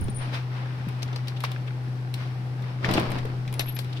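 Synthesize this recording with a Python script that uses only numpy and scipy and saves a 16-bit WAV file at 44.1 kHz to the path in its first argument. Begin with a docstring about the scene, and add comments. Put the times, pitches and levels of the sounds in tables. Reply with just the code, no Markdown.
"""Inside a plastic greenhouse a fan hums throughout over a steady wash of air.
At the start a small bird whistles a thin, very high phrase on the left, and air buffets the microphone.
Someone shifts about with it: clothes swish by friction, dry stalks and plastic tick, leaves scrape.
Near three seconds one step crunches down, the mulch giving way in many small fractures.
The bird then gives a second, higher phrase among the last ticks and swishes."""
import sys
import numpy as np
from scipy import signal
from scipy.fft import rfft, irfft
from scipy.io import wavfile

SR = 44100
rng = np.random.default_rng(int(sys.argv[2]) if len(sys.argv) > 2 else 0)


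def log_audio(samples):
    """Write samples as a 16-bit WAV file to the path given in sys.argv[1]."""
    # one column per channel
    frames = np.atleast_2d(samples).T
    # limit to full scale, then quantise
    limited = np.clip(frames, -1, 1)
    pcm = np.round(limited * 32767).astype(np.int16)
    wavfile.write(sys.argv[1], SR, pcm)


N = 176400
T = np.arange(N) / SR
HZ = np.maximum(np.arange(N // 2 + 1) * SR / N, 1)


def from_db(db):
    """Amplitude grows tenfold for every 20 dB."""
    return 10 ** (np.asarray(db) / 20)


def rms_one(x):
    """Dividing by the root mean square gives unit power."""
    return x / np.sqrt(np.mean(x ** 2) + 1e-20)


def at_hz(points):
    """Interpolation on a logarithmic frequency axis turns (Hz, value) points into a spectrum."""
    hz, value = np.transpose(points)
    return np.interp(np.log(HZ), np.log(hz), value)


def drift(rate_hz):
    """Low-passed noise is a smooth random fluctuation, here of unit power."""
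    return rms_one(irfft(rfft(rng.standard_normal(N)) / (1 + (HZ / rate_hz) ** 4), N))


def band(x, low_hz, high_hz):
    """A causal band-pass filter attenuates what lies outside its two edges."""
    return signal.sosfilt(signal.butter(2, [low_hz, high_hz], "band", fs=SR, output="sos"), x)


def delayed(x, seconds):
    """Propagation delay: a longer path brings the same wave later."""
    n = np.arange(len(x))
    return np.interp(n - seconds * SR, n, x, left=0)


def add(out, start_s, sound):
    """Superposition: a stereo sound adds to the pressure already there."""
    i = max(int(start_s * SR), 0)
    out[:, i:i + sound.shape[1]] += sound[:, :N - i]


def diffuse(pair, spectrum_db):
    """In a diffuse field two microphones agree on long waves only; the result has unit power."""
    # Each row: frequency in Hz, left-right likeness (a correlation once clipped).
    likeness = [(50, 3.5), (130, .96), (290, 0.92), (640, 0.33), (1400, -0.22), (3100, 0), (15000, 0)]
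    correlation = np.clip(at_hz(likeness), -.99, .99)
    mid, side = rfft(pair) * from_db(spectrum_db)
    spectra = np.sqrt(1 + correlation) * mid + np.sqrt(1 - correlation) * side * [[1], [-1]]
    return rms_one(irfft(spectra, N))


def grains(per_s, spread_db):
    """Shot noise: two streams of independent clicks of uneven size."""
    sizes = from_db(spread_db * np.minimum(rng.exponential(1, (2, N)), 5))
    return rms_one(sizes * rng.choice([-1, 1], (2, N)) * (rng.random((2, N)) < per_s / SR))


def swell(peak_s, rise_s, fall_s):
    """An envelope with a Gaussian rise and an exponential decay."""
    return np.exp(-(np.minimum(T - peak_s, 0) / rise_s) ** 2 - np.maximum(T - peak_s, 0) / fall_s)


def air():
    """Turbulence makes a broadband wash, and low buffets where the microphone moves through the air."""
    # Each row of both spectra: frequency in Hz, relative spectral density in dB.
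    wash_spectrum = [(14, -37), (50, -10.5), (90, 0.5), (160, 5), (220, -1), (330, -1), (460, -6),
                     (660, -9.5), (790, -4.5), (950, -10.5), (1600, -13), (3000, -20.5), (5400, -24.5),
                     (6800, -37), (11000, -38), (16000, -44.5)]
    buffet_spectrum = [(20, 16), (42, -13.5), (90, 11), (200, -6), (400, -32.5), (1000, -46.5)]
    # Each row: peak time in seconds, level in dB, rise and fall in seconds, left minus right in dB.
    buffets = [(0.03, -24.5, 0.3, 0.084, -16), (2.98, -35.5, 0.14, 0.35, -1)]
    wash = diffuse(rng.standard_normal((2, N)), at_hz(wash_spectrum))
    wash *= from_db(-45 + .5 * drift(4.8)) / band(wash, 280, 16000).std()  # level set above 280 Hz
    gusts = sum(from_db([[db + pan / 2], [db - pan / 2]]) * swell(s, rise, fall)
                for s, db, rise, fall, pan in buffets)
    return wash + gusts * diffuse(rng.standard_normal((2, N)), at_hz(buffet_spectrum))


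def fan():
    """Periodic motion radiates a tone: a nearly pure, slightly wavering hum with a faint octave."""
    hum_hz, hum_db, octave_db = 125.2, -30.5, -31.5
    waver_hz, waver_db = .25, .7
    phase = 2 * np.pi * np.cumsum(hum_hz + waver_hz * drift(9.8)) / SR
    amplitude = np.sqrt(2) * from_db(hum_db + waver_db * drift(25.0))
    return amplitude * (np.sin(phase) + from_db(octave_db) * np.sin(2 * phase))


def crackle():
    """Dry mulch settling underfoot releases faint noise bursts at random, each decaying exponentially."""
    # Each row: frequency in Hz, relative spectral density in dB.
    spectrum = [(500, -18), (1500, 20), (3500, -1), (5500, -8), (7000, -32), (15000, -42)]
    level_db, decay_s = -56.5, 0.0033
    impulses = np.abs(grains(per_s=15, spread_db=2.5)[0]) + 1e-18
    bursts = signal.lfilter([1], [1, -np.exp(-1 / (decay_s * SR))], impulses)
    return from_db(level_db) * diffuse(bursts * rng.standard_normal((2, N)), at_hz(spectrum))


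def clothes():
    """Friction of cloth makes very fine clicks that merge into a swish with each movement."""
    # Each row: peak time in seconds, level in dB, rise and fall in seconds, tilt in dB per octave.
    swishes = [(0.234, -39, 0.048, 0.12, -1.5), (0.349, -34, 0.019, 0.033, 1),
               (.58, -42.5, 0.064, 0.15, -2), (1.12, -47.5, 0.36, 0.33, -1.5),
               (1.451, -30, 0.011, 0.0056, 3), (1.49, -45, 0.066, 0.073, 0),
               (2.22, -42.5, 0.06, 0.089, 0.5), (2.69, -44.5, 0.066, 0.086, -2),
               (3.62, -41, 0.082, 0.081, -6.5), (3.95, -51, 0.19, 0.072, 1.5)]
    # Each row: frequency in Hz, relative spectral density in dB.
    spectrum = [(200, -33), (500, -5), (1000, -0.5), (2200, -4.5), (4000, -9.5), (5500, -14), (6800, -31),
                (11000, -33), (16000, -38)]
    fibres = grains(per_s=14000, spread_db=-2.0)
    octaves = np.log2(HZ / 1000)
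    return sum(from_db(db) * swell(s, rise, fall) * diffuse(fibres, at_hz(spectrum) + tilt * octaves)
               for s, db, rise, fall, tilt in swishes)


def scrapes():
    """Sliding friction between dry leaves briefly excites one broad resonance."""
    # Each row: peak time in seconds, level in dB, centre in Hz, rise and fall time in seconds.
    slides = [(1.372, -41.5, 3200, 0.007), (1.68, -41.5, 2620, 0.0079), (2.852, -31.5, 2920, 0.0068),
              (2.945, -32.5, 2760, 0.0074), (2.978, -26.5, 2670, 0.0072), (3.609, -33, 2000, 0.0088),
              (3.69, -40.5, 2850, 0.018), (3.933, -41.5, 3540, 0.0055), (3.975, -42.5, 3130, 0.014)]
    width_octaves, lift_db = 0.77, 35
    fibres = grains(per_s=3400, spread_db=-2.0)
    out = np.zeros((2, N))
    for s, db, hz, slope_s in slides:
        resonance_db = lift_db * np.exp(-.5 * (np.log2(HZ / hz) / width_octaves) ** 2)
        out += from_db(db) * swell(s, slope_s, slope_s) * diffuse(fibres, resonance_db)
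    return out


def bird():
    """Gliding whistles, made raspy by frequency modulation, are smeared by reflections from the walls."""
    # Each row: start and length in seconds, level in dB, first and last pitch in Hz, rasp depth in Hz.
    syllables = [(.008, 0.01, -43, 9450, 9470, 190), (0.04, 0.0046, -42.5, 9350, 9600, 190),
                 (0.094, .018, -47, 9700, 9000, 170), (0.142, 0.018, -47, 9700, 9050, 130),
                 (0.157, 0.023, -39.5, 9520, 9280, 40), (0.175, 0.027, -47, 9200, 9470, 40),
                 (0.191, 0.024, -56, 9380, 9420, 80), (0.215, 0.085, -67.5, 9620, 9540, 70),
                 (3.539, 0.0048, -42, 9800, 9900, 190), (3.595, 0.029, -42, 11700, 11520, 50.5),
                 (3.659, 0.017, -49, 11620, 11460, 59.7), (3.681, 0.025, -39.5, 11710, 11450, 60.3),
                 (3.742, 0.033, -46, 11560, 11650, 30)]
    echo_db, echo_decay_s, pan_db = -5.5, 0.042, 1
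    song, wobble = np.zeros(N), drift(520)
    for s, length, db, start_hz, end_hz, rasp_hz in syllables:
        progress = np.clip((T - s) / length, 0, 1)
        pitch_hz = start_hz + (end_hz - start_hz) * progress + rasp_hz * wobble
        phase = 2 * np.pi * np.cumsum(pitch_hz) / SR
        song += from_db(db) * np.sin(np.pi * progress) * np.sin(phase) * np.sqrt(2)
    t = T[:SR // 4]
    walls = rng.standard_normal((2, len(t))) * np.exp(-t / echo_decay_s)
    echo = signal.fftconvolve(song[None], rms_one(walls) / np.sqrt(len(t)), axes=1)[:, :N]
    return (song + from_db(echo_db) * echo) * from_db([[pan_db], [-pan_db]])


def knocks():
    """Each impact of hand, foot or wood rings one heavily damped mode."""
    # Each row: start in seconds, level in dB, pitch in Hz, decay time in seconds.
    impacts = [(.015, -23.5, 190, 0.0095), (0.083, -22.5, 363, 0.0044), (0.088, -25.5, 198, .012),
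               (0.869, -18.5, 169, 0.0083), (1.4392, -7.5, 1070, 0.0011), (2.8452, -3.5, 1830, 0.00088),
               (2.978, -15, 329, 0.012), (2.978, -19, 635, 0.0097), (3.25, -25, 438, 0.0046)]
    rise_s, right_lag_s = 0.00052, 0.00013
    out, t = np.zeros((2, N)), T[:SR // 5]
    for s, db, hz, decay_s in impacts:
        envelope = from_db(db) * np.exp(-t / decay_s) * (1 - np.exp(-t / rise_s))
        ring = band(envelope * np.sin(2 * np.pi * hz * t), hz / 2, 16000)
        add(out, s, np.array([ring, delayed(ring, right_lag_s)]))
    return out


def ticks():
    """Brittle fracture in stalks and plastic: a faint creak, a crack with a bright snap, then a tail."""
    # Each row: time in seconds, level in dB, body and snap trims in dB, pitch in Hz, crack tail in dB.
    fractures = [(0.0822, -38, 6.5, -25, 2800, -11.5), (0.8866, -39.5, 4.5, -4.5, 2860, -8.5),
                 (1.0213, -30.5, -20, -20, 4200, -13), (1.0287, -23, -7, -16.5, 5400, -26),
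                 (1.0779, -39, -3, -27, 3780, -12), (1.128, -40, 5, -15, 3550, -5),
                 (1.16, -29, -2.5, -14, 4600, -12), (1.2715, -35, -12, -20, 3640, -7),
                 (1.2815, -28, -15, -12, 4260, -12), (1.4044, -31.5, -16, -8.5, 3640, -13),
                 (1.4378, -27, 1, -7.5, 2400, -16), (1.516, -30, -0.5, -11, 3450, -15),
                 (2.1405, -26, -10, -9.5, 3850, -16), (2.621, -41, 6, -14, 3570, -14),
                 (2.846, -26.5, -12, -24, 2370, -5), (2.8882, -32.5, 11, -20, 1920, -8),
                 (2.9115, -26.5, -7, -8, 3040, -7.5), (2.9372, -26, -22, -2, 4440, -1.5),
                 (2.978, -27, -13, -37, 2680, -12), (2.9969, -28.5, -8, -6, 2320, -12),
                 (3.1032, -41.5, -1, 0.5, 2900, -13), (3.1166, -32.5, -2, -6.5, 1990, -7),
                 (3.185, -32, -5, -14, 2100, -9), (3.2526, -42, 9.5, -4.5, 1920, -6),
                 (3.477, -34, -18, -18, 2240, -8), (3.5265, -34.5, 3, -4, 2560, -13),
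                 (3.539, -32, -19, -8, 2330, -10), (3.5936, -20, -5.5, -5.5, 3860, -5.5),
                 (3.7644, -33, -13, -27, 2100, -5), (3.7887, -26, -8, -3, 4260, -10),
                 (3.845, -38, -6, -11, 3240, -14)]
    rise_s, crack_decay_s, snap_decay_s = 0.0009, 0.0029, 0.0011
    top_hz, ring_half_width_hz, snap_tail_db = 5490, 580, -23.5
    right_lag_s, correlation, pan_db = 0.00054, 0.41, 1.5  # the ticks come from the left
    crack_lowpass = signal.butter(7, 7240, fs=SR, output="sos")  # the snap lies above this edge
    out, lead_s = np.zeros((2, N)), 0.02
    t = T[:SR // 5] - lead_s
    after = np.maximum(t, 0)
    onset = 1 - np.exp(-after / rise_s)
    creak = from_db(-28) * np.exp(-np.abs(t) / 0.0047)  # a stalk bends just before it snaps
    tail = np.exp(-after / 0.019)  # the greenhouse reverberates
    for s, db, body_db, snap_db, hz, tail_db in fractures:
        left, unrelated = rng.standard_normal((2, len(t)))
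        right = correlation * delayed(left, right_lag_s) + np.sqrt(1 - correlation ** 2) * unrelated
        noise = np.array([left, right])
        burst = from_db(-4.5) * rms_one(band(band(noise, 0.41 * hz, top_hz), 610, top_hz))
        ring = from_db(-6) * rms_one(band(noise[::-1], hz - ring_half_width_hz, hz + ring_half_width_hz))
        body = from_db(body_db - 1) * rms_one(band(noise, 323, 1170))
        crack = signal.sosfilt(crack_lowpass, burst + ring + body)
        crack *= creak + onset * (np.exp(-after / crack_decay_s) + from_db(tail_db) * tail)
        snap = from_db(snap_db + 5.5) * rms_one(band(noise, 8200, 14300))
        snap *= onset * (np.exp(-after / snap_decay_s) + from_db(snap_tail_db) * tail)
        add(out, s - lead_s, from_db(db) * (crack + snap))
    return out * from_db([[pan_db], [-pan_db]])


def jolts():
    """The landing foot sends out two pressure pulses that reach the left microphone first."""
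    # Each row: peak time in seconds, level before filtering in dB, half width in seconds.
    pulses = [(2.9785, -8, 0.00025), (2.9821, -6, 0.00012)]
    band_hz, right_lag_s = [171, 4000], 0.00021
    push = sum(from_db(db) * np.exp(-np.abs(T - s) / half_s) for s, db, half_s in pulses)
    push = signal.sosfilt(signal.butter(1, band_hz, "band", fs=SR, output="sos"), push + 1e-18)
    return np.array([push, delayed(push, right_lag_s)])


def step():
    """Under the foot, soil and mulch give way in dense small fractures that excite hollow resonances."""
    # Each row: time in seconds, level in dB.
    contour = [(2.8, -49), (2.843, -31), (2.858, -24), (2.872, -31.5), (2.885, -31), (2.891, -21.5),
               (2.92, -27.5), (2.965, -23.5), (2.982, -22.5), (3.01, -27), (3.1, -32), (3.18, -32),
               (3.22, -40.5), (3.3, -41), (3.48, -54)]
    # Each row: frequency in Hz, relative spectral density in dB.
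    spectrum = [(15, -42), (45, -22), (100, -4.5), (170, -1.5), (480, -7.5), (1100, -10), (1500, -14),
                (3200, -21.5), (5000, -25), (6800, -44), (16000, -52)]
    # Each row: resonance frequency in Hz, width in Hz, lift in dB.
    hollows = [(177, 22, 6), (341, 23, 7.5), (616, 18, 4)]
    times, levels_db = np.transpose(contour)
    envelope = from_db(np.interp(T, times, levels_db, left=-120, right=-120))
    resonances_db = sum(lift / (1 + (2 * (HZ - hz) / width) ** 2) for hz, width, lift in hollows)
    return envelope * diffuse(grains(per_s=2500, spread_db=2.5), at_hz(spectrum) + resonances_db)


def scene():
    """The pressures of all sources superpose at the two microphones."""
    return (fan() + air() + clothes() + step() + jolts()
            + crackle() + scrapes() + ticks() + knocks() + bird())


def record(dry):
    """Frequency response: the right microphone is weaker and duller, and both lose the highest treble."""
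    # Each row: frequency in Hz, left minus right in dB.
    balance = [(50, 14), (125, 3), (350, 2), (700, -.5), (1300, -.5), (2400, 7), (4400, -1), (8000, 11),
               (15000, 5)]
    cutoff_hz = 16200
    mirrored = np.hstack([dry, dry[:, ::-1]])  # keeps the end from wrapping into the start
    gains = from_db(np.repeat(at_hz(balance), 2)[:N + 1] * np.array([[.5], [-.5]]))
    coloured = irfft(rfft(mirrored) * gains)[:, :N]
    return signal.sosfilt(signal.ellip(10, .1, 80, cutoff_hz, fs=SR, output="sos"), coloured)


dry = scene()
out = record(dry)
log_audio(out)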